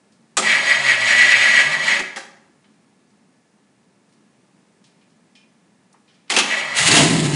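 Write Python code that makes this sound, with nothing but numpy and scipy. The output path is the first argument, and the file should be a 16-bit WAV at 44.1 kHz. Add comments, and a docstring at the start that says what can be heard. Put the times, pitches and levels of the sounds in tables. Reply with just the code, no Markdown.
"""A hard-walled workshop with a faint hum. An old V8 is cranked: the starter pinion slams in, grinds
on the ring gear, swelling with each compression, and drops out. A few small knocks fill the pause.
The starter engages again; the engine catches, flares up with a rasp and starts to settle, each firing
puffing down the exhaust, gulping air and shaking the moving parts."""
import sys
import numpy as np
from scipy import signal
from scipy.fft import rfft, irfft
from scipy.io import wavfile
from scipy.ndimage import uniform_filter1d, minimum_filter1d

SR = 44100
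rng = np.random.default_rng(int(sys.argv[2]) if len(sys.argv) > 2 else 0)


def wav_record(signal):
    """Record a signal, one row per channel, as 16-bit PCM in the file named by sys.argv[1]."""
    frames = np.transpose(np.atleast_2d(signal))
    bounded = np.clip(frames, -1, 1)
    # unit amplitude maps onto the largest positive 16-bit level
    quanta = np.round(bounded * 32767).astype(np.int16)
    wavfile.write(sys.argv[1], SR, quanta)


N = 324135
TIME = np.arange(N) / SR

# Starter case resonances. Each row: frequency in Hz, width in Hz, gain in dB.
CASE_MODES = [(225, 26, 1.5), (322, 20, -8.5), (389, 25, -4), (553, 20, 4), (638, 27, 3.5), (782, 60, -2.5),
              (914.7, 180, -0.5), (1199.4, 26, 6.5)]


def from_db(db):
    """Decibels to gain."""
    return np.exp(np.asarray(db) * np.log(10) / 20)


def unit_rms(x):
    """Scale to unit power."""
    return x / np.sqrt(np.mean(x ** 2) + 1e-20)


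def noise():
    """White noise, unit power."""
    return rng.standard_normal(N)


def in_time(rows):
    """Interpolate (s, value) rows at every sample."""
    return np.interp(TIME, *np.transpose(rows))


def at_hz(rows, hz):
    """Interpolate (Hz, value) rows on a log-frequency axis."""
    row_hz, value = np.transpose(rows)
    return np.interp(np.log(hz), np.log(row_hz), value)


def drift(rate_hz, block=32):
    """Slow random wander, unit power."""
    count = N // block + 2
    low_pass = signal.butter(2, rate_hz, fs=SR / block, output="sos")
    slow = signal.sosfilt(low_pass, rng.standard_normal(2 * count))
    return np.interp(np.arange(N) / block, np.arange(count), unit_rms(slow[count:]))


def coloured(x, spectrum, size=4096):
    """Causal unit-power filter from (Hz, dB) rows; falls 24 dB per octave beyond them."""
    hz = np.maximum(np.arange(size // 2 + 1) * SR / size, 1)
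    octaves_out = np.abs(np.log2(hz / np.clip(hz, spectrum[0][0], spectrum[-1][0])))
    cepstrum = irfft(np.log(from_db(at_hz(spectrum, hz) - 24 * octaves_out)))
    response = irfft(np.exp(rfft(2 * cepstrum[:size // 2], size)))
    return signal.oaconvolve(x, response / np.linalg.norm(response))[:len(x)]


def resonate(x, modes):
    """Parallel resonances, alternating in sign."""
    out = 0
    for k, (hz, width_hz, db) in enumerate(modes):
        r = np.exp(-np.pi * width_hz / SR)
        poles = [1, -2 * r * np.cos(2 * np.pi * hz / SR), r * r]
        gain = (-1) ** k * from_db(db) * (1 - r * r) / 2
        out = out + gain * signal.lfilter([1, 0, -1], poles, x + 1e-18)
    return out


def cycle_clicks(cycles):
    """A unit click at the start of each cycle."""
    return np.diff(np.floor(cycles), prepend=0)


def rattle(per_s, spread_db):
    """Random contacts, unit power."""
    contacts = (rng.random(N) < per_s / SR) * rng.choice([-1, 1], N)
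    return unit_rms(contacts * from_db(spread_db * np.clip(noise(), -2, 2)))


def burst(t60_s, rise_s=0.0006, size=16384):
    """Noise with a quick rise and an exponential fall."""
    age_s = TIME[:size]
    return np.minimum(age_s / rise_s, 1) * from_db(-60 * age_s / t60_s) * rng.standard_normal(size)


def add(track, start_s, sound):
    """Mix a sound into a track."""
    start = round(start_s * SR)
    track[start:start + len(sound)] += sound[:N - start]


def gate(start_s, end_s, fade_s=0.014):
    """Open from start to end, with fades outside."""
    return np.interp(TIME, [start_s - fade_s, start_s, end_s, end_s + fade_s], [0, 1, 1, 0])


def room_tone():
    """Dull rush and faint hum of the workshop's machines."""
    # Each row: frequency in Hz, level in dB.
    hum_tones = [(199.2, -82), (888.2, -81.5), (1712, -80.5)]
    rush_spectrum = [(18, -75), (30, -47.5), (69, -37), (87, -19.5), (200, 0), (361, -11.5), (399, -11.5),
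                     (523, -15), (877, -17.5), (1580, -23), (1710, -21), (2790, -25), (3010, -27.5),
                     (9340, -30), (10800, -36), (14100, -69.5), (22000, -120)]
    # Each row: time in seconds, level in dB.
    rush_level = [(2.6, -57.8), (3.7, -59.3), (4.6, -57.7), (5.7, -58.5)]
    hum = 0
    for hz, db in hum_tones:
        cycles = np.cumsum(hz + 1.1 * drift(5.9)) / SR
        hum += from_db(db) * np.sqrt(2) * np.sin(2 * np.pi * cycles)
    return from_db(in_time(rush_level)) * coloured(noise(), rush_spectrum) + hum


def knocks():
    """Hands and tools touch the engine bay; small metal parts ring briefly."""
    # Each row: start in seconds, level in dB, pitch in Hz, T60 in seconds, ring gain.
    touches = [(0.12, -60.5, 4470, 0.18, 1), (2.641, -57, 2200, .15, 1), (3.1, -68.5, 4500, .2, 0.86),
               (4.088, -68.5, 4500, .1, 1.1), (4.123, -61, 4940, .12, 1), (4.839, -56, 3800, 0.3, 1.5),
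               (5.01, -62.5, 2660, 0.19, 3), (5.099, -64.5, 4400, .12, 0.92),
               (5.351, -51.5, 3220, 0.21, 4.2), (5.41, -64, 2630, 0.17, 4.5), (5.927, -49, 7000, 0.04, 1),
               (5.939, -52, 950, 0.13, 4), (6.077, -59, 2780, 0.7, 1.3), (6.14, -64, 4000, 0.19, 1),
               (6.278, -51.5, 2520, 0.092, 1)]
    # Each row: frequency in Hz, width in Hz, gain in dB.
    metal_modes = [(2420, 35, 3), (2700, 50, -3), (3050, 45, -1), (3881, 51, -19), (5265, 50, -5),
                   (6848, 40, -4.5), (8750, 50, 6.5)]
    out = np.zeros(N)
    for start_s, db, hz, t60_s, ring in touches:
        band = [(hz / 2, -8), (hz, 0), (hz * 2, -8)]
        touch = from_db(db) * coloured(burst(t60_s, rise_s=0.00268), band)
        add(out, start_s, touch + ring * resonate(touch, metal_modes))
    return out


def pinion_clunks(ring_gain=0.77, case_gain=6.0):
    """The pinion slams in, is kicked by the flywheel, drops out: steel clashes, a thud shakes the case."""
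    # Each row: start in seconds, level in dB, T60 in seconds, thud in dB re the clash, ring in Hz.
    impacts = [(0.369, -12.5, 0.13, -9, 7560), (0.372, -19, .14, -9, 1220), (0.391, -32, 0.2443, 7, 1280),
               (1.992, -26.5, 0.11, 1.5, 2300), (2.16, -31, 0.17, -2, 1950),
               (2.168, -35.5, 0.27, -6.5, 1600), (6.296, -33, .1, 0, 2500), (6.3, -16.5, 0.14, -15.5, 2170),
               (6.318, -19.5, .1, -3.5, 3180), (6.337, -22, 0.31, -6, 2400), (6.364, -12.5, 0.19, -5, 2700),
               (6.387, -9, 0.093, -22, 3100), (6.874, -19, 0.092, -26, 1990),
               (6.913, -12.5, 0.08, -12, 4300), (6.934, -17, 0.05, 0, 1930), (6.965, -9, 0.13, -8.5, 3000)]
    # Each row: frequency in Hz, level in dB.
    clash_spectrum = [(410, -30), (700, -17), (1160, -8.5), (1470, -9), (1940, -5), (2330, -9.5),
                      (2590, -3), (2970, -11), (3210, -4), (3520, -7), (7090, -10), (10800, -18.5),
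                      (14100, -57.5), (22000, -120)]
    thud_spectrum = [(59, -56.5), (100, -28.5), (210, -3.5), (389, -1.5), (459, -13), (560, 0.5),
                     (1020, -7.5), (1140, -1), (1400, -5.5), (1820, -44.5), (3080, -120)]
    out = np.zeros(N)
    for start_s, db, t60_s, thud_db, hz in impacts:
        clash = coloured(burst(t60_s), clash_spectrum)
        ring = coloured(burst(t60_s), [(hz / 1.25, -16), (hz, 0), (hz * 1.25, -16)])
        shove = from_db(thud_db) * burst(1.2 * t60_s, rise_s=0.0069)
        thud = 1.1 * coloured(shove, thud_spectrum) + case_gain * resonate(shove, CASE_MODES)
        add(out, start_s, from_db(db) * (clash + ring_gain * ring + thud))
    return out


def current_surges(width_s=0.004):
    """A faint low bump as the starter current switches on or off."""
    # Each row: time in seconds, peak in dB.
    bumps = [(0.372, -40), (2.018, -45), (6.304, -53), (6.772, -46)]
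    return sum(from_db(db) * np.exp(-((TIME - s) / width_s) ** 2) for s, db in bumps)


def starter_load_db(lead_s=0, squareness=1.75):
    """Load re free cranking, lead_s ahead: each compression adds a swell."""
    # Each row: peak time in seconds, length in seconds, load in dB.
    compressions = [(0.52, 0.112, 14.4), (0.716, 0.114, 12.4), (0.903, 0.105, 13.8), (1.026, 0.028, 7.8),
                    (1.107, 0.1, 13.6), (1.216, 0.055, 16.6), (1.33, 0.04, 16.2), (1.456, 0.13, 13.2),
                    (1.593, 0.106, 15.4), (1.741, 0.045, 6.8), (1.915, 0.105, 13), (6.533, 0.075, 10.3),
                    (6.603, 0.045, 9.5), (6.79, 0.08, 7)]
    labouring = (1.28, 0.3, 10.8)   # midway through the first try
    load = 1
    for peak_s, length_s, db in [*compressions, labouring]:
        distance = np.abs(2 * (TIME + lead_s - peak_s) / length_s)
        load += (from_db(db) - 1) * np.exp(-distance ** squareness)
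    return 20 * np.log10(load)


def starter(jitter=0.025, bounce=0.81, slide=1.1, shudder_db=1.5):
    """Pinion teeth strike, bounce and slide on the ring gear; gear, teeth and motor case ring."""
    # Each row: start in seconds, end in seconds, gear level in dB, motor level in dB.
    tries = [(0.43, 2.0, 0, 0), (6.43, 6.87, -3.5, -1.8)]
    # One curve per try. Each row: time in seconds, teeth meshing per second.
    mesh_rate = [
        [(0.4, 169), (0.6, 140), (0.85, 138), (0.97, 113), (1.4, 126), (1.58, 128), (1.85, 177), (2.0, 190)],
        [(6.4, 190), (6.7, 140), (6.85, 121)],
    ]
    # One curve per try. Each row: time in seconds, level in dB.
    note_level = [
        [(0.42, -49), (0.73, -53), (0.8, -42.5), (1.08, -51), (1.3, -48), (1.57, -55), (1.67, -41), (1.9, -53),
         (2.0, -44)],
        [(6.43, -57), (6.65, -57), (6.73, -47)],
    ]
    # Each row: frequency in Hz, width in Hz, gain in dB.
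    ring_gear_modes = [(1568, 50, -14), (1665, 24, -6), (1775, 26, -10), (1862, 22, -8), (1950, 30, 3),
                       (2114, 24, -5), (2190, 32, -4), (2329, 22, -3), (2440, 36, -15), (2598, 20, -8),
                       (2738, 22, -14.5), (2930, 59, -14.5)]
    tooth_modes = [(3060, 68, -1.5), (3252, 48, 3), (3600, 36, -0.5), (4150, 110, -1.5), (4730, 24, 0.5),
                   (5700, 40, -6.5), (6546, 50, -2), (7260, 55, -5), (7910, 76, -8.5), (8650, 80, -15),
                   (9580, 210, -16.5)]
    # Each row: frequency in Hz, level in dB.
    grind_spectrum = [(1250, -13), (1500, -11.5), (1800, -4), (2020, 0), (2250, -3.5), (2500, -6),
                      (3000, -11)]
    scrape_spectrum = [(2500, -2.5), (3200, -4), (4200, -5), (5300, -9.5), (6050, -16), (6600, -16),
                       (8000, -16.5), (10800, -25)]
    growl_spectrum = [(170, -14), (230, -8), (320, -11), (460, -12), (600, -0.5), (1000, -1.5), (1300, 2),
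                      (1600, -6.5)]

    teeth = np.cumsum(in_time(np.vstack(mesh_rate)) * (1 + jitter * drift(25))) / SR
    strikes = unit_rms(cycle_clicks(teeth) * from_db(2 * noise()))
    sliding = unit_rms(noise() * np.exp(-2 * (teeth % 1)))
    contact = strikes + bounce * rattle(1500, spread_db=0) + slide * sliding
    force = unit_rms(contact * from_db(shudder_db * drift(60)))   # backlash shudder

    gear_ring = unit_rms(resonate(force, ring_gear_modes))
    grind = 0.54 * coloured(unit_rms(sliding + 0.6 * rattle(900, spread_db=1.5)), grind_spectrum)
    tooth_ring = unit_rms(resonate(force + 0.88 * noise(), tooth_modes))
    scrape = 0.83 * coloured(0.5 * force + noise(), scrape_spectrum)
    case_ring = unit_rms(resonate(strikes + 3.0 * noise(), CASE_MODES))
    growl = 1.3 * coloured(force, growl_spectrum)
    # the mesh note sags as the motor labours
    note = np.sqrt(2) * np.sin(2 * np.pi * teeth) * from_db(2.5 * drift(7.6))
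    note *= from_db(in_time(np.vstack(note_level)))

    # each part follows the load; the teeth scrape just before the ring gear swells
    load_db = starter_load_db()
    grinding = from_db(-26.7 + 0.99 * load_db) * unit_rms(gear_ring + grind)
    scraping = from_db(-32 + 0.68 * starter_load_db(lead_s=0.012)) * unit_rms(tooth_ring + scrape)
    motor = from_db(-32.6 + 0.2 * load_db) * unit_rms(case_ring + growl)
    meshed = sum(from_db(db) * gate(start_s, end_s) for start_s, end_s, db, _ in tries)
    powered = sum(from_db(db) * gate(start_s, end_s) for start_s, end_s, _, db in tries)
    return meshed * (grinding + scraping) + powered * (motor + note)


def flare(start_s, start_db, peak_s, peak_db, idle_db, settle_s, rise_s=0.025):
    """Gain as the engine catches: fades in, climbs evenly in dB, relaxes towards idle."""
    climb_db = np.interp(TIME, [start_s, peak_s], [start_db, peak_db])
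    relax_db = (idle_db - peak_db) * (1 - np.exp(-np.maximum(TIME - peak_s, 0) / settle_s))
    return np.clip((TIME - start_s) / rise_s, 0, 1) * from_db(climb_db + relax_db)


def engine(jitter=0.008, gas_gain=2.04, stroke_decay=0.25):
    """Each firing puffs down the exhaust, gulps air and shakes moving parts. Returns bay, tailpipe."""
    # Each row: time in seconds, firings per second, evenness from 0 to 1.
    run_up = [(6.75, 113, .2), (6.83, 123, 0.72), (6.91, 154, 0), (7.0, 178, 0.2), (7.1, 167, 0.45),
              (7.17, 162, 1), (7.24, 149, .93), (7.35, 143, .9)]
    # Strength of each cylinder, in firing order.
    cylinder_db = [2.5, 1.5, 1, -1.5, 1.5, 1, 0, 1.5]
    # Each row: frequency in Hz, level in dB.
    exhaust_spectrum = [(170, -6.5), (225, -3), (260, -0.5), (297, -1), (350, -6.5), (420, -13), (480, -23),
                        (600, -20.5)]
    intake_spectrum = [(260, -52.5), (450, -3), (562, -7.5), (639, 1.5), (931, -3), (1050, 0.5),
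                       (1420, -23), (1600, -2.5), (2080, -11), (3520, -120)]
    rasp_spectrum = [(760, -37), (1300, -5.5), (1460, -13), (1640, -3.5), (1820, -7.5), (1950, 1),
                     (2400, -6), (2840, -1.5), (3070, -5), (4050, -5.5), (6030, -11.5), (6590, -6),
                     (8080, -8.5), (9910, -12), (10800, -18.5), (14100, -42), (22000, -120)]
    tailpipe_spectrum = [(40, -40), (70, -12.5), (110, -3), (160, 7.5), (190, -5)]

    times_s, firing_hz, evenness = np.transpose(run_up)
    firings = np.cumsum(np.interp(TIME, times_s, firing_hz) * (1 + jitter * drift(24))) / SR
    even = np.interp(TIME, times_s, evenness)
    strength = from_db(np.array(cylinder_db)[firings.astype(int) % len(cylinder_db)])
    burble_db = 8.6 * (1 - even) * np.clip(noise(), -2, 2)   # ragged combustion
    pulses = unit_rms(cycle_clicks(firings) * strength * from_db(burble_db))
    stroke = unit_rms(strength * np.exp(-stroke_decay * (firings % 1)))

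    puffs = unit_rms(coloured(pulses + gas_gain * stroke * noise(), exhaust_spectrum))
    gulps = coloured(stroke * noise(), intake_spectrum)
    clatter = unit_rms(noise() + 0.5 * rattle(1500, spread_db=-2))
    rasp = coloured(stroke * clatter * from_db(1.8 * drift(34)), rasp_spectrum)
    # the pipe booms at the firing rate once the engine runs evenly
    tone = unit_rms(strength * np.sin(2 * np.pi * firings))
    boom = even * tone + np.sqrt(1 - even ** 2) * coloured(stroke * noise(), tailpipe_spectrum)

    puffs *= flare(start_s=6.865, start_db=-24, peak_s=7.04, peak_db=-15.5, idle_db=-24, settle_s=0.1)
    gulps *= flare(start_s=6.74, start_db=-35.5, peak_s=7.01, peak_db=-17.8, idle_db=-35, settle_s=0.06)
    rasp *= flare(start_s=6.742, start_db=-19.5, peak_s=6.96, peak_db=-11.3, idle_db=-30, settle_s=0.16)
    boom *= flare(start_s=6.795, start_db=-30, peak_s=7.2, peak_db=-18.5, idle_db=-22, settle_s=0.12)
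    return puffs + gulps + rasp, boom


def workshop(x, first_echo_s=0.0043):
    """Dense wall reflections, dying sooner in the treble; unit-power response."""
    # Each row: frequency in Hz, T60 in seconds.
    decay = [(150, 0.98), (700, .75), (2000, 0.6), (5000, 0.57), (10000, .48)]
    edges_hz = np.geomspace(60, 14000, 9)
    age_s = TIME[:SR]
    response = np.zeros(SR)
    for low, high in zip(edges_hz, edges_hz[1:]):
        band_pass = signal.butter(2, [low, high], "band", fs=SR, output="sos")
        band = signal.sosfilt(band_pass, rng.standard_normal(SR))
        response += band * from_db(-60 * age_s / at_hz(decay, np.sqrt(low * high)))
    response *= age_s > first_echo_s
    return signal.oaconvolve(x, response / np.linalg.norm(response))[:N]


def scene(crossfade_hz=1.1, reverb_db=-9):
    """The car rings in the workshop; tailpipe boom, surges and room tone stay dry."""
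    bay, tailpipe = engine()
    car = starter() + pinion_clunks() + bay + knocks()
    # two room reverbs slowly crossfade, so the ringing stays even in colour
    crossfade = 2 * np.pi * crossfade_hz * TIME
    reflections = np.cos(crossfade) * workshop(car) + np.sin(crossfade) * workshop(car)
    return (car + from_db(reverb_db) * reflections + tailpipe + current_surges() + room_tone())[None]


def record(dry, ceiling=0.92, hold_samples=257, cutoff_hz=10750):
    """Fast peak limiter, then a low-pass."""
    allowed = ceiling / np.maximum(np.abs(dry), ceiling)
    gain = uniform_filter1d(minimum_filter1d(allowed, hold_samples), hold_samples)
    low_pass = signal.firwin(257, cutoff_hz, window="blackman", fs=SR)
    return signal.oaconvolve(gain * dry, low_pass[None], "same")


dry = scene()
out = record(dry)
wav_record(out)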